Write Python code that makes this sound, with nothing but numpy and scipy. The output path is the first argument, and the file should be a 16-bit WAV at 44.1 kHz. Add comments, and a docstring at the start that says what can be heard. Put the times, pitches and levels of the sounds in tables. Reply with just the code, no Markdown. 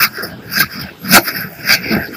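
"""Street stall: a hand sweeps a metal scraper to and fro along the wet sheet-metal tray of a cane press. Dense
friction grains ring tray and scraper; coarser judders shake the hollow below into rumble and boom. Noise bursts
make knocks and clunks, single blows make catches and thuds, gliding tones squeak and whistle. Patchy band noise
is the murky street-and-machine floor. The loudest peaks clip."""
import sys
import numpy as np
from scipy import signal
from scipy.io import wavfile

SR = 44100
rng = np.random.default_rng(int(sys.argv[2]) if len(sys.argv) > 2 else 0)


def master(y):
    """Save y as 16-bit WAV."""
    cut = np.clip(np.atleast_2d(y).T, -1, 1)
    pcm = np.round(cut * 32767)  # scale
    wavfile.write(sys.argv[1], SR, pcm.astype(np.int16))


N = 95300

# shared resonances: (centre [Hz], width [Hz], relative gain [dB])
# scraper blade
SCRAPER_MODES = [(4652, 370, 1), (4930, 300, 6.5), (5277, 205, 5), (5560, 230, -2), (5860, 150, -25)]
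# treble hiss
TREBLE_MODES = [(10490, 520, 0), (10830, 460, 0.5), (11620, 400, 5), (12050, 130, 4), (12350, 200, 5),
                (13500, 130, -16), (13520, 1300, 3), (14170, 510, 8), (14800, 450, 1), (15020, 360, 6)]
# drumming of the hollow under the tray
DRUMMING_MODES = [(280.7, 63, 6.5), (339, 28.5, 2.5), (402.4, 91, 2.5), (505, 115, -6)]
# low mids of the same hollow
LOW_MID_MODES = [(565.5, 124, 2.5), (672.7, 106, 5), (784, 83, 1), (839, 81, -3), (946, 127, -6)]
WANDER_DB, HOLLOW_WANDER_DB, WANDER_HZ = 2.2, 1.5, 15


def amp(db):
    """dB to gain."""
    return 10 ** (np.asarray(db) / 20)


def rms_one(x):
    """Scale to rms 1."""
    return x / np.sqrt(np.mean(x ** 2) + 1e-20)


def in_time(rows):
    """Interpolate the columns of a time table to every sample."""
    time_s, *columns = np.transpose(rows)
    return [np.interp(np.arange(N) / SR, time_s, column) for column in columns]


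def drift(rate_hz):
    """Random drift of rms 1: noise low-passed near rate_hz by a double pole."""
    step = 40  # samples per drift point
    pole = np.exp(-2 * np.pi * rate_hz * step / SR)
    noise = rng.standard_normal(N // step + 2002)
    slow = signal.lfilter([1], [1, -2 * pole, pole * pole], noise)[2000:]  # settled part
    return np.interp(np.arange(N) / step, np.arange(len(slow)), rms_one(slow))


def resonate(x, hz, width_hz):
    """Two-pole resonance applied twice, for dark valleys between modes."""
    r = np.exp(-np.pi * width_hz / SR)
    poles = [1, -2 * r * np.cos(2 * np.pi * hz / SR), r * r]
    section = [(1 - r * r) / 2, 0, (r * r - 1) / 2, *poles]
    return signal.sosfilt([section, section], x + 1e-18)


def grains(per_s, spread_db):
    """Friction slips: randomly timed clicks of uneven size and either sign, rms 1."""
    sizes = amp(spread_db * np.minimum(rng.exponential(1, N), 5))
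    signs = rng.choice([-1, 1], N)
    return rms_one(sizes * signs * (rng.random(N) < per_s / SR))


def ring_modes(source, modes):
    """Parallel resonances with alternating sign."""
    return [amp(db) * (-1) ** k * resonate(source, hz, width_hz)
            for k, (hz, width_hz, db) in enumerate(modes)]


def rubbed(source, level_db, modes, wander_db=WANDER_DB):
    """A source rings a set of modes, each taking a wandering share as the contact moves."""
    unlevelled = sum(ring_modes(source, modes))
    scale = np.sqrt(np.mean(unlevelled ** 2))
    parts = ring_modes(source * amp(level_db), modes)
    return sum(amp(wander_db * drift(WANDER_HZ)) * part for part in parts) / scale


def dying(events, t60_s):
    """Level [dB] of sudden blows, each falling 60 dB in t60_s; the loudest wins."""
    t = np.arange(N) / SR
    levels = [np.where(t >= s, db - 60 * (t - s) / t60_s, -200) for s, db in events]
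    return np.max(levels, axis=0).clip(-200)


def struck(start_s, hz, width_hz, peak_db):
    """One resonance set ringing by a single blow."""
    click = np.zeros(N)
    click[int(start_s * SR)] = 1
    ring = resonate(click, hz, width_hz)
    return amp(peak_db) * ring / np.abs(ring).max()


def wavering_tone(hz, waver_hz):
    """Narrow-band noise: a carrier whose two quadratures drift independently."""
    phase = 2 * np.pi * np.cumsum(hz) / SR
    return drift(waver_hz) * np.cos(phase) + drift(waver_hz) * np.sin(phase)


def street():
    """Patchy far noise in half-octave bands, each drifting in level."""
    level_db, patchy_db, patchy_hz = -41, 4, 4.2
    # spectrum shape: (frequency [Hz], relative density [dB per Hz])
    spectrum = [(15, -52), (25, -28), (113, -0.5), (198, 5.5), (664, -12.5), (1050, -5), (1610, -11),
                (2110, -9.5), (3520, -12.5), (4990, -42), (6030, -6.5), (9260, -65), (12500, -43),
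                (15400, -41)]
    hz, density_db = np.transpose(spectrum)
    edges_hz = 22 * 2 ** np.arange(0, 9.6, .5)
    white = rng.standard_normal((2, N))  # neighbouring bands use different noise
    out = 0
    for k, (low, high) in enumerate(zip(edges_hz, edges_hz[1:])):
        sos = signal.butter(2, [low, high], "band", fs=SR, output="sos")
        band = signal.sosfilt(sos, white[k % 2])
        band_db = np.interp(np.log(low * high) / 2, np.log(hz), density_db)
        out = out + band * amp(band_db + patchy_db * drift(patchy_hz))
    return amp(level_db) * rms_one(out)


def hollow():
    """Coarser judders shake the hollow under the tray."""
    judders_per_s, spread_db = 1200, 2
    # levels: (time [s], rumble [dB], boom [dB], drumming [dB], low mids [dB])
    levels = [(0.0, -29, -46, -24, -34), (0.042, -49, -29.5, -37, -35.5), (0.072, -39, -37, -45, -46),
              (0.118, -49, -71, -52, -52), (0.226, -41.5, -34.5, -28.5, -43), (0.326, -36, -32.5, -46, -40),
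              (0.398, -46, -41, -39.5, -47), (0.47, -35, -45, -33.5, -46), (0.544, -41, -28.5, -48, -44),
              (0.602, -35.5, -17, -24.5, -28), (0.64, -32, -29, -36.5, -46), (0.674, -40, -59, -62, -53),
              (0.704, -45, -45, -57, -50), (0.756, -40, -29, -37.5, -48.5),
              (0.83, -29.5, -28.5, -39.5, -38.5), (0.884, -47, -49, -43, -40.5),
              (0.916, -40, -42.5, -38, -44), (0.936, -53, -59, -45, -48), (1.004, -51, -45, -44, -57),
              (1.032, -38, -30, -38, -48), (1.1, -40, -20.5, -37, -38), (1.12, -37, -13, -42, -28),
              (1.146, -36, -7.5, -15, -9), (1.164, -21, -14, -3, 2.5), (1.18, -24, -28, -32, -10),
              (1.198, -42, -36, -26, -19.5), (1.23, -45, -38, -51, -38), (1.25, -52, -48, -36.5, -50),
              (1.36, -33.5, -28.5, -33, -35.5), (1.406, -42, -30, -43, -38),
              (1.444, -31.5, -33, -33.5, -45), (1.518, -60, -40, -44.5, -40.5), (1.554, -37, -61, -49, -47),
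              (1.582, -42.5, -48, -38.5, -40.5), (1.636, -43, -33.5, -40, -43.5),
              (1.716, -28.5, -27, -33, -23), (1.74, -37, -37.5, -28, -24.5),
              (1.796, -38, -29.5, -38.5, -44.5), (1.896, -28, -33.5, -22, -34.5),
              (1.936, -28, -17, -21.5, -22), (1.968, -22.5, -17.5, -24.5, -23),
              (2.04, -42, -39, -35.5, -36.5), (2.116, -40.5, -45, -30.5, -51), (2.16, -48, -46, -39, -38)]
    # rumble and boom resonances: (centre [Hz], width [Hz], relative gain [dB])
    rumble_modes = [(50, 105, -12.5), (75, 41, -5), (120.6, 47, -0.5)]
    boom_modes = [(147.4, 51, -3), (194.6, 54, 7), (251, 34, -5)]
    source = grains(judders_per_s, spread_db)
    mode_sets = [rumble_modes, boom_modes, DRUMMING_MODES, LOW_MID_MODES]
    return sum(rubbed(source, db, modes, HOLLOW_WANDER_DB)
               for db, modes in zip(in_time(levels), mode_sets))


def whistles():
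    """Two long thin high whistles that waver in tone and level."""
    waver_hz, break_db, break_hz = 150, 2, 30
    # per whistle: (time [s], pitch [Hz])
    pitches = [
        [(.98, 12550), (1.07, 12400), (1.33, 12250), (1.41, 12500), (2.1, 12560)],
        [(1.6, 14500), (1.9, 14300)],
    ]
    # per whistle: (time [s], level before wavering [dB])
    levels = [
        [(.95, -69), (1.0, -45), (1.07, -36.5), (1.23, -31), (1.33, -33), (1.41, -28), (1.5, -51), (1.62, -60),
         (1.8, -61), (1.88, -43), (1.95, -34.5), (2.05, -38.5), (2.1, -51)],
        [(1.25, -75), (1.38, -42), (1.5, -38), (1.62, -44), (1.85, -39.5), (2.0, -39), (2.1, -60)],
    ]
    out = 0
    for pitch, level in zip(pitches, levels):
        hz, db = in_time(pitch)[0], in_time(level)[0]
        db = db + break_db * drift(break_hz)
        out = out + amp(db) * wavering_tone(hz, waver_hz)
    return out


def squeaks():
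    """Short gliding slips: a steady tone blended with a wavering one by roughness."""
    waver_hz = 90
    # slips: (start [s], length [s], start pitch [Hz], end pitch [Hz], roughness [0-1], nominal level [dB])
    slips = [(0.298, 0.064, 2960, 3180, .65, -44), (0.706, 0.057, 3250, 3250, .75, -45),
             (0.806, 0.058, 3170, 3120, .5, -40), (0.857, 0.066, 2700, 2620, .3, -35.5),
             (1.895, 0.024, 4436, 4436, .5, -25), (2.126, 0.037, 3135, 3135, .6, -41)]
    t, out = np.arange(N) / SR, 0
    for start_s, length_s, start_hz, end_hz, rough, db in slips:
        along = np.clip((t - start_s) / length_s, 0, 1)
        hz = start_hz + (end_hz - start_hz) * along
        steady = np.cos(2 * np.pi * np.cumsum(hz) / SR)
        tone = (1 - rough) * steady + rough * wavering_tone(hz, waver_hz)
        swell = np.sqrt(np.abs(np.sin(np.pi * along))) * (along < 1)
        out = out + amp(db) * swell * tone
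    return out


def thuds():
    """Low blows set two boom resonances throbbing."""
    low_hz, upper_hz, width_hz, upper_db = 210, 328, 60, -4
    # blows: (time [s], peak of the low resonance [dB])
    blows = [(1.906, -11.5), (1.924, -10), (1.943, -14.5), (1.968, -11.5)]
    return sum(struck(s, low_hz, width_hz, db) + struck(s, upper_hz, width_hz, db + upper_db)
               for s, db in blows)


def catches():
    """Single blows each ring one resonance: the scraper snags and a tray or scraper resonance rings out, and
    two dull clunks give the hollow a brief pitched ring."""
    width_at_1600_hz = 113
    # clunks and snags: (time [s], pitch [Hz], peak [dB])
    rings = [(.181, 394, -24), (.231, 494, -19), (0.57, 1620, -5.5), (0.602, 1577, -2.5), (0.612, 1605, -4),
             (0.629, 1270, -10.5), (1.7225, 4730, -1)]
    return sum(struck(s, hz, width_at_1600_hz * np.sqrt(hz / 1600), db) for s, hz, db in rings)


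def knocks():
    """Decaying noise: bright cracks ring scraper and treble, dull clunks ring the hollow."""
    crack_t60_s, clunk_t60_s = 0.03, 0.13
    scraper_db, treble_db = -18, -16.5
    # scraper knocking on the tray: (time [s], starting level before the two offsets above [dB])
    cracks = [(0.23, -10.5), (0.6015, 4), (0.813, -6), (1.1115, 7.5), (1.7221, 4.5)]
    # dull clunks on the tray: (time [s], starting level [dB])
    clunks = [(.18, -33.5), (.229, -21.5), (1.275, -25.5)]
    noise = rng.standard_normal(N)
    crack_db = dying(cracks, crack_t60_s)
    clunk_modes = DRUMMING_MODES[1:] + LOW_MID_MODES[:2]
    return (rubbed(noise, crack_db + scraper_db, SCRAPER_MODES)
            + rubbed(noise, crack_db + treble_db, TREBLE_MODES)
            + rubbed(noise, dying(clunks, clunk_t60_s), clunk_modes, HOLLOW_WANDER_DB))


def scrape():
    """One stream of chattering friction grains rings tray, scraper, grit and treble."""
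    grains_per_s, spread_db, chatter_db, chatter_hz = 5000, 2, 1.5, 120
    # strokes: (time [s], tray ring [dB], then relative to it: lower tray [dB], upper tray [dB],
    # lower scraper [dB], scraper [dB], grit [dB], treble hiss [dB])
    strokes = [(0.0, -17, 2, -8, -16, 0, -15, -5), (0.032, -15, -4, -2.5, -1, -1.5, -11, 3),
               (0.05, -14, -3, -3.5, -6, -0.5, -14.5, -5.5), (0.08, -36, 1, -4, 0, -5, -13, 0),
               (0.102, -50, 1, -17, -26, 0, -25, -1), (0.16, -26.5, -13, -14, -19, -5.5, -29, -9),
               (0.218, -30, 2, -19, -20, -11.5, -20, -17), (0.23, -23, -4, -37, -37, -3, -23, -2),
               (0.29, -38.5, -6, -5, -15, -2.5, -23, -5), (0.318, -38.5, -20, -14, -12, -10, -28, -15),
               (0.4, -53.5, 3, -25, -14, -4, -31, -7), (0.49, -33.5, -25, -9, -17, -12, -24, -10),
               (0.536, -30.5, 0.5, -2, -15, 6.5, -12, 4.5), (0.576, -17, -13, -2.5, -15, -1.5, -11, -8),
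               (0.588, -26.5, -14, -4, 3.5, 5.5, -1.5, 7), (0.61, -13, -9, -0.5, -4, -7.5, -8, -2),
               (0.634, -22, -3, -4.5, -6, -4, -18, -10.5), (0.666, -40.5, -26, 2.5, -6, -3, -15, -6),
               (0.692, -35, -22, -20, -28, -7, -28, -12), (0.73, -31, -5, -2.5, -14, -0.5, -18, -5),
               (0.776, -35.5, 2, -4, -11, 5, -36, -12), (0.822, -35, -4, -2, -6.5, 2.5, -26, -4),
               (0.87, -34.5, -25, -7.5, -15, -14, -28, -17), (0.888, -31.5, -24, -23, -33, -16, -34, -18),
               (0.918, -55.5, -5, -1, 6, -2, -6, 0), (0.992, -60, 4, -10, -13, 2, -14, 2),
               (1.064, -32.5, -2, -7, -13, -6.5, -18, -9), (1.09, -31.5, 2.5, 1, -3, 4, -6, 7),
               (1.117, -23, -0.5, -1.5, 1, 7, -5.5, 7), (1.151, 3, -9, -2, -7.5, -3, -6, -4),
               (1.167, 2.5, 9, -1, -3, -18, -10, -1.5), (1.181, -8.5, -4, -6.5, -9, -8.5, -13, -8),
               (1.199, -32.5, 4, 2, -0.5, 0, -2, 4), (1.215, -43, -6, 4, 2, 3, 3, 6),
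               (1.23, -42, -6, -2, -9, 2.5, -7, 9), (1.284, -15, -9.5, -9, -14, -6, -18.5, -5.5),
               (1.306, -23.5, -9, -9, -15, -10, -19, -13), (1.332, -35.5, -19, 2, -28, 0.5, -23, -4),
               (1.348, -22, -11, -7.5, -26, -5, -31, -8), (1.384, -27.5, -18, -5, -15, -0.5, -28, -6),
               (1.416, -21, -19, -12.5, -23, -17, -26, -11), (1.462, -29.5, -15, -9.5, -45, -16, -50, -32),
               (1.504, -46, -5, -6.5, -23, -6, -25, 0), (1.628, -33.5, -23, -1.5, -27, -5.5, -27, -10.5),
               (1.692, -14, -9.5, -1.5, -11, -4.5, -19.5, -10),
               (1.745, -13.5, -15, 0.5, -2.5, -0.5, -6, -8.5), (1.766, -31, -6, 8.5, -3, -5, -11, -4),
               (1.812, -35.5, -19, 3, -11, -10, -18, -28), (1.836, -28.5, -19, 0, -25, -2, -30, -20),
               (1.856, -29, -29, 6.5, -18, -4.5, -25, -15), (1.9, -33, -10, 8.5, -4, 4.5, -28, -15),
               (1.934, -20.5, -7.5, -1, -8, -4, -43, -10), (1.998, -24, -18, -13.5, -33, -25, -37, -33),
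               (2.04, -23, -41, -11.5, -28, -12, -53, -36), (2.082, -39, -24, -13, -3, -4, -30, -10),
               (2.102, -47, -2, 0, -11, 0, -14, -16), (2.126, -36, -10, -9, -18, -17, -22, -10),
               (2.148, -34.5, 3, 1, -17, -3, -16, 3.5), (2.16, -34, -8, -15, -24, -12, -17, -7)]
    # tray, lower scraper and grit resonances: (centre [Hz], width [Hz], relative gain [dB])
    tray_modes = [(1502, 310, -7), (1622, 160, 0), (1736, 80, -5.5), (1875, 212, -8)]
    tray_lower_modes = [(1068, 370, -12), (1259, 147, 4), (1417, 186, 1.5)]
    tray_upper_modes = [(2076, 224, 10.5), (2280, 330, 14), (2607, 324, 9.5), (2860, 36, -9)]
    scraper_lower_modes = [(3223, 620, -9), (3833, 236, -6), (4110, 215, -3.5), (4462, 290, 3)]
    grit_modes = [(6040, 970, 6.5), (7050, 480, -6.5), (7240, 450, -1.5), (8450, 380, -20.5),
                  (9770, 440, 3.5)]
    tray_db, *offsets_db = in_time(strokes)
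    source = grains(grains_per_s, spread_db) * amp(chatter_db * drift(chatter_hz))
    mode_sets = [tray_lower_modes, tray_upper_modes, scraper_lower_modes,
                 SCRAPER_MODES, grit_modes, TREBLE_MODES]
    out = rubbed(source, tray_db, tray_modes)
    for offset_db, modes in zip(offsets_db, mode_sets):
        out = out + rubbed(source, tray_db + offset_db, modes)
    return out


def scene():
    """All sources at one microphone."""
    background = street() + hollow()
    tones = whistles() + squeaks()
    blows = thuds() + catches() + knocks()
    return (background + tones + blows + scrape())[None]


def record(dry):
    """Hard clipping of the loudest peaks, then a steep low-pass."""
    clip_level, cutoff_hz = .93, 15630
    low_pass = signal.ellip(12, .5, 65, cutoff_hz, fs=SR, output="sos")  # ripple dB, stop-band dB
    return signal.sosfilt(low_pass, np.clip(dry, -clip_level, clip_level))


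dry = scene()
out = record(dry)
master(out)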